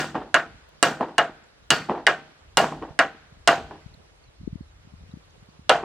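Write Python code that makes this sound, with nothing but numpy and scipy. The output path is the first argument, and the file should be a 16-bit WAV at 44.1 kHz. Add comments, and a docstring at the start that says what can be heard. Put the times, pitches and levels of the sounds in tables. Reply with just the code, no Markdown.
"""Hammer on a hollow wooden frame

A claw hammer strikes a nail outdoors: noise bursts crack, wandering sines ring the poles and the nail,
and short wavelets and shaped noise come back off ground, walls and slope. Jolted poles knock on their rests.
Faint ticks are narrow noise bursts and a far bird chirps in falling sines. Light wind buffets the
microphone ports as lumpy low noise and single puffs, over the wide hiss of a wooded hillside."""
import sys
import numpy as np
from scipy import signal
from scipy.fft import rfft, irfft, next_fast_len
from scipy.io import wavfile
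from scipy.ndimage import uniform_filter1d, map_coordinates

SR = 44100
rng = np.random.default_rng(int(sys.argv[2]) if len(sys.argv) > 2 else 0)


def bounce(signal):
    """Save signal as a 16-bit WAV file at the path given by the first command-line argument."""
    frames = np.transpose(np.atleast_2d(signal))
    limited = np.clip(frames, -1, 1)
    pcm = np.round(limited * 32767).astype(np.int16)
    wavfile.write(sys.argv[1], SR, pcm)


N = 257544
LEAD = SR // 10  # samples of room for sounds that begin just before the start


# Blows: start_s, level_db, hardness_db (high when the steel meets the nail squarely),
# body_db, edge_db, echo_db, nail_ring_db; levels are relative, before the colour of the blow
BLOWS = [(-.03, -17, 12, -8.5, -1.5, -16, -36.5), (.343, -13.5, 3.5, -4, -0.5, -2.5, -46),
         (.827, -15, 11, -1.5, -2, -6.5, -33.5), (1.181, -14, 3, 0, -1.2, -1.5, -51.5),
         (1.7043, -15, 10.5, -8.5, 0.95, -11, -23), (2.067, -14, 4.5, -1.5, 1.5, 0, -53.5),
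         (2.571, -17, 12.5, 2, 0, -0.5, -47), (2.99, -12.5, 2.5, -4, -0.5, -1, -54.5),
         (3.475, -14, 8.5, 2, 2, -1.5, -50), (5.694, -15.5, 6.5, 6, 3, -3, -47.5)]
# Colour of a blow: pitch_hz, gain_db at zero hardness, gain_db per dB of hardness,
# share of body_db (ratio), share of edge_db (ratio)
BLOW_COLOUR = [(247, -11, 1.126, 0.062, .02), (710, 0.22, -0.093, 0.97, .02), (786, -2, 0.3944, 0.83, .02),
               (1670, -0.5, -0.26, .02, 0.018), (2768, 2, 0.34, .02, 0.94), (4500, -0.22, 0.92, .02, .7),
               (9000, -6.5, 1.5541, .02, 0.018), (14100, -10.5, 1.5, .02, .02)]
RING_SOFT, RING_PER_DB = 0.87, 0.0459  # factor on pole and tail decays: base, and gain per dB of hardness


def hammer():
    """Each blow excites crack, rings, echoes and tail; its hardness colours them and lengthens poles and tail."""
    track = np.zeros((2, N + LEAD))
    t = np.arange(SR * 3 // 5) / SR
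    colour_hz, soft_db, per_db, body_share, edge_share = np.transpose(BLOW_COLOUR)
    for start_s, level_db, hardness_db, body_db, edge_db, echo_db, nail_db in BLOWS:
        stretch = RING_SOFT + RING_PER_DB * hardness_db
        rings = amp(-2) * pole_ring(t, stretch) + nail_ring(t, nail_db)
        direct = amp(9.5) * crack(t) + rings * onset(t, 0.00061) + slap(t, echo_db)
        blow = direct + amp(2) * scattered_tail(t, stretch) + slope_answer(t)
        gain_db = soft_db + per_db * hardness_db + body_share * body_db + edge_share * edge_db
        colour = list(zip(colour_hz, gain_db))
        add(track, start_s, amp(level_db) * filtered(blow, causal(colour)))
    return track[:, LEAD:]


# Spectrum of the steel contact: pitch_hz, relative level_db (per Hz)
CRACK_SPECTRUM = [(120, -50), (200, -8), (558, -8.5), (1210, -9.5), (1770, -1), (2330, -17), (2910, -17),
                  (4040, -17), (5520, -21.5), (8420, -20.5), (16000, -55.5)]
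# The ground returns the crack once, duller: pitch_hz, gain_db
CRACK_RETURN = [(2000, -0.5), (5000, -9), (10000, -14.5)]


def crack(t):
    """Steel contact lasts a few milliseconds; the two ports hear its treble differently."""
    burst = pair(len(t), CRACK_SPECTRUM, [(1500, 1), (5000, 0.59), (9000, 0.35)])
    burst *= amp([[-1.8], [1.8]])
    burst *= decay(t, 0.015) * onset(t, 0.00047)
    delayed = np.roll(burst, round(ECHOES[0][0] * SR), axis=1)
    return burst + filtered(delayed, causal(CRACK_RETURN))


# Modes of the pole frame: pitch_hz, relative level_db (varied per blow), t60_s (before stretch)
POLE_MODES = [(151, -18, 0.58), (324, -16.5, 0.378), (453.4, -18, 0.41), (521, -11, 0.25),
              (631.3, -16, 0.4), (693.2, 1.5, 0.2), (786, -10, 0.3), (1015, -19, 0.21), (1119, -9, 0.12),
              (1330, -5.5, 0.025), (1428, -2, .2), (1530, -10, 0.29), (1653, 3.5, 0.14), (1835, -7, 0.19),
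              (1945, -10.5, 0.15), (2070, -19.5, 0.056), (2390, -16, 0.19), (2855, -2.5, 0.08)]


def pole_ring(t, stretch):
    """Hollow poles ring in dying modes, each varying in strength from blow to blow."""
    return sum(ringing(t, pitch_hz, level_db + rng.normal(0, 2.5), t60_s * stretch, blur=1.15)
               for pitch_hz, level_db, t60_s in POLE_MODES)


NAIL_HZ, NAIL_T60_S = 4550, .35


def nail_ring(t, level_db):
    """The struck nail rings as one high mode with a wandering phase."""
    return ringing(t, NAIL_HZ, level_db, NAIL_T60_S, blur=1.5)


# Ground and walls: delay_s (to half a millisecond before the slap centre), relative level_db
ECHOES = [(.0068, -1), (.0158, -1), (.0235, -7), (.032, -10)]


def slap(t, echo_db):
    """Ground and walls send back short, duller slaps."""
    total = 0
    for delay_s, wall_db in ECHOES:
        level_db = wall_db + echo_db + 12 + rng.normal(0, 1.5)
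        total = total + amp(level_db) * wavelet(t - delay_s - .0005, hz=1500, cycles=.7)
    return total


# Spectrum of the scattered reflections: pitch_hz, relative level_db (per Hz)
SCATTER_SPECTRUM = [(53, -62), (90, -33.5), (139, -20), (568, -7), (690, -0.5), (876, -9), (1510, -8),
                    (2270, -22.5), (2890, -24), (3830, -30), (7330, -39.5), (8720, -46), (11000, -70),
                    (16000, -110)]
# Decay of the scattered reflections: pitch_hz, t60_s (before stretch)
SCATTER_DECAY = [(100, 0.6), (260, 0.25), (700, 0.2), (1840, 0.24), (4850, 0.2), (8500, 0.25),
                 (10000, 0.081), (12000, .07), (15000, .04)]
# Stereo likeness of the scattered reflections: pitch_hz, left-right correlation (-1 to 1)
SCATTER_LIKENESS = [(60, 0.94), (180, 1), (550, 1), (1650, 0.92), (4970, 0.2), (15000, 0.78)]


def scattered_tail(t, stretch):
    """Many small reflections arrive in uneven clumps; each frequency dies at its own speed."""
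    noise = pair(len(t), SCATTER_SPECTRUM, SCATTER_LIKENESS)
    clumps = patchy(noise, depth_db=2.5, bins=7, frames=2)
    return dying(clumps, SCATTER_DECAY, stretch) * onset(t, 0.0063)


# Answer of the slope: pitch_hz, relative level_db (per Hz)
SLOPE_SPECTRUM = [(150, -32), (450, -8.5), (700, 3.5), (1000, -2.5), (1500, 5), (2200, -6), (3000, -10.5),
                  (4500, -16), (7000, -31), (10000, -37), (13000, -68.5), (16000, -110)]


def slope_answer(t):
    """The slope answers with a wide, diffuse tail that swells slowly before it dies."""
    diffuse = pair(len(t), SLOPE_SPECTRUM, [(500, 0.43), (2000, 0.088)])
    return amp(-24) * diffuse * decay(t, 0.86) * onset(t, 0.13)


# Poles knocking back on their rests: start_s, click_db, rattle_db, rattle_t60_s (at least 0.03 s),
# first_touch_db
POLE_KNOCKS = [(.152, -15.5, -21.5, 0.19, -28), (.211, -39, -35, 0.3, -48), (1.008, -13, -24, 0.23, -25),
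               (1.028, -17, -26.5, .09, -33), (1.084, -30.5, -37, 0.26, -36),
               (1.895, -11.5, -23.5, 0.29, -26), (1.918, -25, -26.5, 0.052, -37),
               (1.949, -23.5, -34.5, 0.25, -44), (1.977, -24.5, -35.5, 0.26, -33),
               (2.6, -13, -29, 0.15, -33), (2.642, -12.5, -23.5, 0.11, -30), (2.722, -20, -34, 0.24, -35),
               (2.823, -21.5, -32.5, 0.26, -28), (2.888, -36, -44.5, 0.26, -44),
               (3.709, -30.5, -39, 0.29, -43), (5.834, -22.5, -36.5, .2, -30)]
# Spectrum of the frame's rattle: pitch_hz, relative level_db (per Hz)
RATTLE_SPECTRUM = [(53, -42.5), (90, -13.5), (314, 5.5), (557, -1.5), (788, 2.5), (1340, -12.5),
                   (1900, -16.5), (2110, -25.5), (2920, -25.5), (6900, -46), (12000, -74.5), (15600, -99),
                   (22000, -120)]
CLICK_HZ, RATTLE_TREBLE_DB = 960, 4
TOUCH_LEAD_S, TOUCH_HZ, TOUCH_RATTLE_DB = .0075, 355, -7.5  # rattle level is relative to the main knock


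def knocks():
    """Wood on wood: a duller first touch, then a dull click, each with a short rattle of the frame."""
    track = np.zeros((2, N + LEAD))
    t = np.arange(SR // 3) / SR
    contacts = []
    for start_s, click_db, rattle_db, t60_s, touch_db in POLE_KNOCKS:
        contacts.append((start_s, click_db, CLICK_HZ, rattle_db, t60_s))
        contacts.append((start_s - TOUCH_LEAD_S, touch_db, TOUCH_HZ, rattle_db + TOUCH_RATTLE_DB, t60_s))
    for start_s, click_db, hz, rattle_db, t60_s in contacts:
        thud = wavelet(t - 2.2 / hz, hz, cycles=1)
        overtone = amp(-14) * wavelet(t - 1.5 / hz, 2.3 * hz, cycles=.8)
        click = amp(click_db) * (thud + overtone)
        noise = pair(len(t), RATTLE_SPECTRUM, [(300, 1), (1500, .95), (7000, .3)])
        rattle = patchy(noise, depth_db=2.2, bins=7, frames=2)
        rattle *= amp(rattle_db) * decay(t, max(t60_s, .03))
        rattle *= onset(t, 0.0014) * (1 + 1.8 * decay(t, 0.0056))  # extra bite at the start
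        bright = filtered(rattle, causal([(400, 0.0076), (1500, RATTLE_TREBLE_DB)]))
        add(track, start_s, click + bright)
    return track[:, LEAD:]


# Small far ticks: centre_s, relative level_db, pitch_hz, left_over_right_db
TICKS = [(.691, -51, 587, 4), (1.443, -64.5, 7300, -6), (3.943, -51, 4120, -1.5), (4.241, -60.5, 4405, -9),
         (5.117, -56.5, 3830, -2.5), (5.307, -65, 6180, -4), (5.5, -61.5, 4570, 6)]
TICK_WIDTH = 0.15  # half-width of the shaped band, as a share of the pitch


def ticks():
    """Short faint clicks: noise in a narrow band under a bell-shaped envelope."""
    track = np.zeros((2, N + LEAD))
    t = np.arange(SR // 50) / SR - .01
    for centre_s, level_db, pitch_hz, pan_db in TICKS:
        band = [(pitch_hz * (1 + TICK_WIDTH * step), -40 * step ** 2) for step in (-1, -.5, 0, .5, 1)]
        click = pair(len(t), band, [(1000, 0.38)])
        click *= np.exp(-(t / .004) ** 2)
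        add(track, centre_s + t[0], click * panned(level_db, pan_db))
    return track[:, LEAD:]


# A far bird's chirps: start_s, length_s, level_db (before the flutter)
CHIRPS = [(4.21, .1, -74), (4.57, .15, -75)]
CHIRP_HZ, CHIRP_FALL_HZ = 4640, 950  # starting pitch, and fall over each chirp


def bird():
    """Faint whistles: sines falling steadily in pitch and fluttering in level."""
    track = np.zeros((2, N + LEAD))
    for start_s, length_s, level_db in CHIRPS:
        progress = np.arange(round(length_s * SR)) / (length_s * SR)
        pitch_hz = CHIRP_HZ - CHIRP_FALL_HZ * progress
        tone = np.sin(2 * np.pi * np.cumsum(pitch_hz) / SR)
        tone *= np.sin(np.pi * progress) ** .5
        flutter_db = 5 * wobble(60)[:len(progress)]
        add(track, start_s, amp(level_db + flutter_db) * tone * np.ones((2, 1)))
    return track[:, LEAD:]


# Wind strength: time_s, relative buffet level_db
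WIND_STRENGTH = [(0, -49.5), (.3, -59.5), (.55, -49.5), (.9, -63), (1.5, -57.5), (1.95, -58), (2.4, -64),
                 (2.8, -49.5), (3.15, -62), (3.4, -49.5), (3.87, -46.5), (4.05, -51.5), (4.33, -51.5),
                 (4.5, -30), (4.66, -48), (4.82, -48), (5.14, -48), (5.3, -52.5), (5.45, -52.5),
                 (5.84, -58)]
# Spectrum of the buffeting: pitch_hz, relative level_db (per Hz)
BUFFET_SPECTRUM = [(12, -37), (20, -8.5), (48, 11.5), (92, 5), (134, -10.5), (209, -19.5), (265, -20.5),
                   (300, -16), (390, -39), (660, -120)]


def wind():
    """Turbulent air presses on the ports: lumpy low buffeting plus single puffs."""
    strength_db = curve(WIND_STRENGTH)
    shared_db = 3.2 * wobble(8.1) + 2.5 * wobble(10)
    per_port_db = 1.1 * np.array([wobble(12), wobble(20)])
    rumble = pair(N, BUFFET_SPECTRUM, [(40, 1.0), (200, 0.9)])
    lumpy = unit(amp(shared_db + per_port_db) * rumble)
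    buffet = amp(strength_db) * lumpy * amp([[.7], [-.7]])
    return buffet + puffs(strength_db)


# Strongest puffs of air on the ports: centre_s, relative level_db, pitch_hz, left_over_right_db
STRONG_PUFFS = [(2.91, -36, 92, -6), (3.325, -38.5, 113, 4), (3.864, -32, 110, 6), (3.92, -45, 97.3, 10),
                (4.29, -43.5, 94, -3), (4.405, -36.5, 89, -1), (4.44, -35, 148, -2),
                (4.477, -23.5, 192, 16), (4.531, -22.5, 120.3, 3), (4.558, -29.5, 152.8, 14),
                (4.61, -28, 159, -7), (4.875, -39, 144, 3), (4.94, -35, 127, 7), (5.095, -36.5, 119.6, -3),
                (5.14, -26, 154.6, -2), (5.173, -34, 175, 3), (5.428, -38, 108.8, .5),
                (5.49, -41.5, 160, -2), (5.595, -36, 144, 1)]
SMALL_PUFFS = 60  # scattered at random, following the wind strength
SMALL_DB, SMALL_SPREAD_DB, SMALL_HZ = 5, 0.5, 125  # level over the wind strength, its spread, middle pitch


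def puffs(strength_db):
    """Brief low pushes of air, partly common to both ports and partly opposite between them."""
    track = np.zeros((2, N + LEAD))
    t = np.arange(SR // 20) / SR - .025
    at = rng.integers(0, N, SMALL_PUFFS)
    chance = rng.standard_normal((SMALL_PUFFS, 3))
    small_db = strength_db[at] + SMALL_DB + SMALL_SPREAD_DB * chance[:, 0]
    small_hz = SMALL_HZ * np.exp(.2 * chance[:, 1])
    small = zip(at / SR, small_db, small_hz, 4 * chance[:, 2])
    for centre_s, level_db, pitch_hz, pan_db in [*STRONG_PUFFS, *small]:
        common = wavelet(t, pitch_hz, cycles=0.38)
        opposite = amp(-7.0) * wavelet(t, pitch_hz * 1.5, cycles=0.53) * [[1], [-1]]
        add(track, centre_s + t[0], (common + opposite) * panned(level_db, pan_db))
    return track[:, LEAD:]


# Spectrum of the hillside: pitch_hz, relative level_db (per Hz)
HILL_SPECTRUM = [(88, -26), (150, -7.5), (231, -23), (270, -19), (448, -14), (475, -15.5), (589, -16),
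                 (805, -19), (1240, -20), (3040, -24), (4160, -25), (11700, -39), (16000, -68)]
# Stereo likeness of the hillside: pitch_hz, left-right correlation (-1 to 1)
HILL_LIKENESS = [(60, 0.77), (180, -0.023), (550, -0.04), (1650, -0.11), (4970, -0.51), (15000, -0.89)]
HILL_DB = -57.5  # middle level, before the wobble and a slight lean to the right


def hillside():
    """Far leaves and insects blend into a wide, slightly unsteady hiss."""
    hiss = patchy(pair(N, HILL_SPECTRUM, HILL_LIKENESS), depth_db=1.5, bins=4, frames=12)
    return amp(HILL_DB + 0.76 * wobble(1.9)) * hiss * amp([[-.7], [.7]])


def amp(db):
    """Decibels to a linear factor."""
    return 10 ** (np.asarray(db) / 20)


def unit(x):
    """x scaled to rms 1."""
    return x / np.sqrt(np.mean(x ** 2) + 1e-20)


def decay(t, t60_s):
    """Exponential fall of 60 dB in t60_s."""
    return amp(-60 * t / t60_s)


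def onset(t, rise_s):
    """Exponential rise from 0 towards 1 with time constant rise_s."""
    return 1 - np.exp(-t / rise_s)


def panned(level_db, left_over_right_db):
    """Left and right factors around a level."""
    return amp([[level_db + left_over_right_db / 2], [level_db - left_over_right_db / 2]])


def along(points, hz):
    """(Hz, value) points read on a log frequency axis."""
    f, v = np.transpose(points)
    return np.interp(np.log(hz + 1), np.log(f + 1), v)


def curve(rows):
    """(s, value) rows read as one value per sample."""
    return np.interp(np.arange(N) / SR, *np.transpose(rows))


def wobble(rate):
    """A smooth random curve with rate knots a second."""
    knots = rng.standard_normal(int(N * rate / SR) + 4)
    return map_coordinates(knots, [np.arange(N) * rate / SR])


def filtered(x, response):
    """x times a response of frequency."""
    m = next_fast_len(x.shape[-1] + 8192)
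    return irfft(rfft(x, m) * response(np.fft.rfftfreq(m, 1 / SR)), m)[..., :x.shape[-1]]


def causal(points):
    """The minimum-phase response with the gain of (Hz, dB) points."""
    def response(hz):
        cepstrum = irfft(np.log(amp(along(points, hz)) + 1e-6))
        # fold the mirrored half forward in time
        cepstrum[1:len(cepstrum) // 2] *= 2
        cepstrum[len(cepstrum) // 2 + 1:] = 0
        return np.exp(rfft(cepstrum))
    return response


def pair(n, spectrum, alike):
    """Stereo noise of rms 1 with a spectrum and a left-right likeness."""
    def mid_side_gain(hz):
        turn = np.arccos(np.clip(along(alike, hz), -1, 1)) / 2
        return amp(along(spectrum, hz)) * [np.cos(turn), np.sin(turn)]
    mid, side = filtered(rng.standard_normal((2, n)), mid_side_gain)
    return unit(np.array([mid + side, mid - side]))


def dying(x, t60s, stretch):
    """Each frequency of x dies at its own speed."""
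    hz, t, z = signal.stft(x, SR, nperseg=128)
    fade = decay(t, stretch * along(t60s, hz)[:, None])
    return signal.istft(z * fade, SR, nperseg=128)[1][:, :x.shape[1]]


def patchy(x, depth_db, bins, frames):
    """x with patches of random gain in time and frequency, at rms 1."""
    z = signal.stft(x, nperseg=256)[2]
    field = uniform_filter1d(rng.standard_normal(z.shape[1:]), size=bins, axis=0)
    field = uniform_filter1d(field, size=frames, axis=1)
    return unit(signal.istft(z * amp(depth_db * unit(field)), nperseg=256)[1][:, :x.shape[1]])


def wavelet(t, hz, cycles):
    """A pulse centred on t = 0 at a random phase; cycles sets its width."""
    return np.exp(-(hz * t / cycles) ** 2) * np.cos(2 * np.pi * (hz * t + rng.random()))


def ringing(t, hz, db, t60, blur):
    """A dying mode whose phase wanders, as close modes of rough wood beat; higher modes blur more."""
    wander = np.cumsum(rng.standard_normal(len(t))) * blur * hz / SR
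    return amp(db) * decay(t, t60) * np.sin(2 * np.pi * (hz * t + rng.random()) + wander)


def add(track, s, sound):
    """Mix a sound into a track that starts LEAD samples early."""
    part = track[:, round(s * SR) + LEAD:][:, :sound.shape[1]]
    part += sound[:, :part.shape[1]]


def scene():
    """Hammer and knocking poles in front, ticks and bird far off, wind and hillside throughout."""
    return hammer() + knocks() + ticks() + bird() + wind() + hillside()


TOP_HZ = 16300  # band limit


def record(dry):
    """The microphone loses the deepest bass, the loudest peaks flatten at full scale, the top is cut off."""
    sensed = filtered(dry, lambda hz: (1j * hz / (35 + 1j * hz)) ** 2)
    flattened = sensed / (1 + np.abs(sensed) ** 6) ** (1 / 6)
    return filtered(flattened, lambda hz: hz < TOP_HZ)


dry = scene()
out = record(dry)
bounce(out)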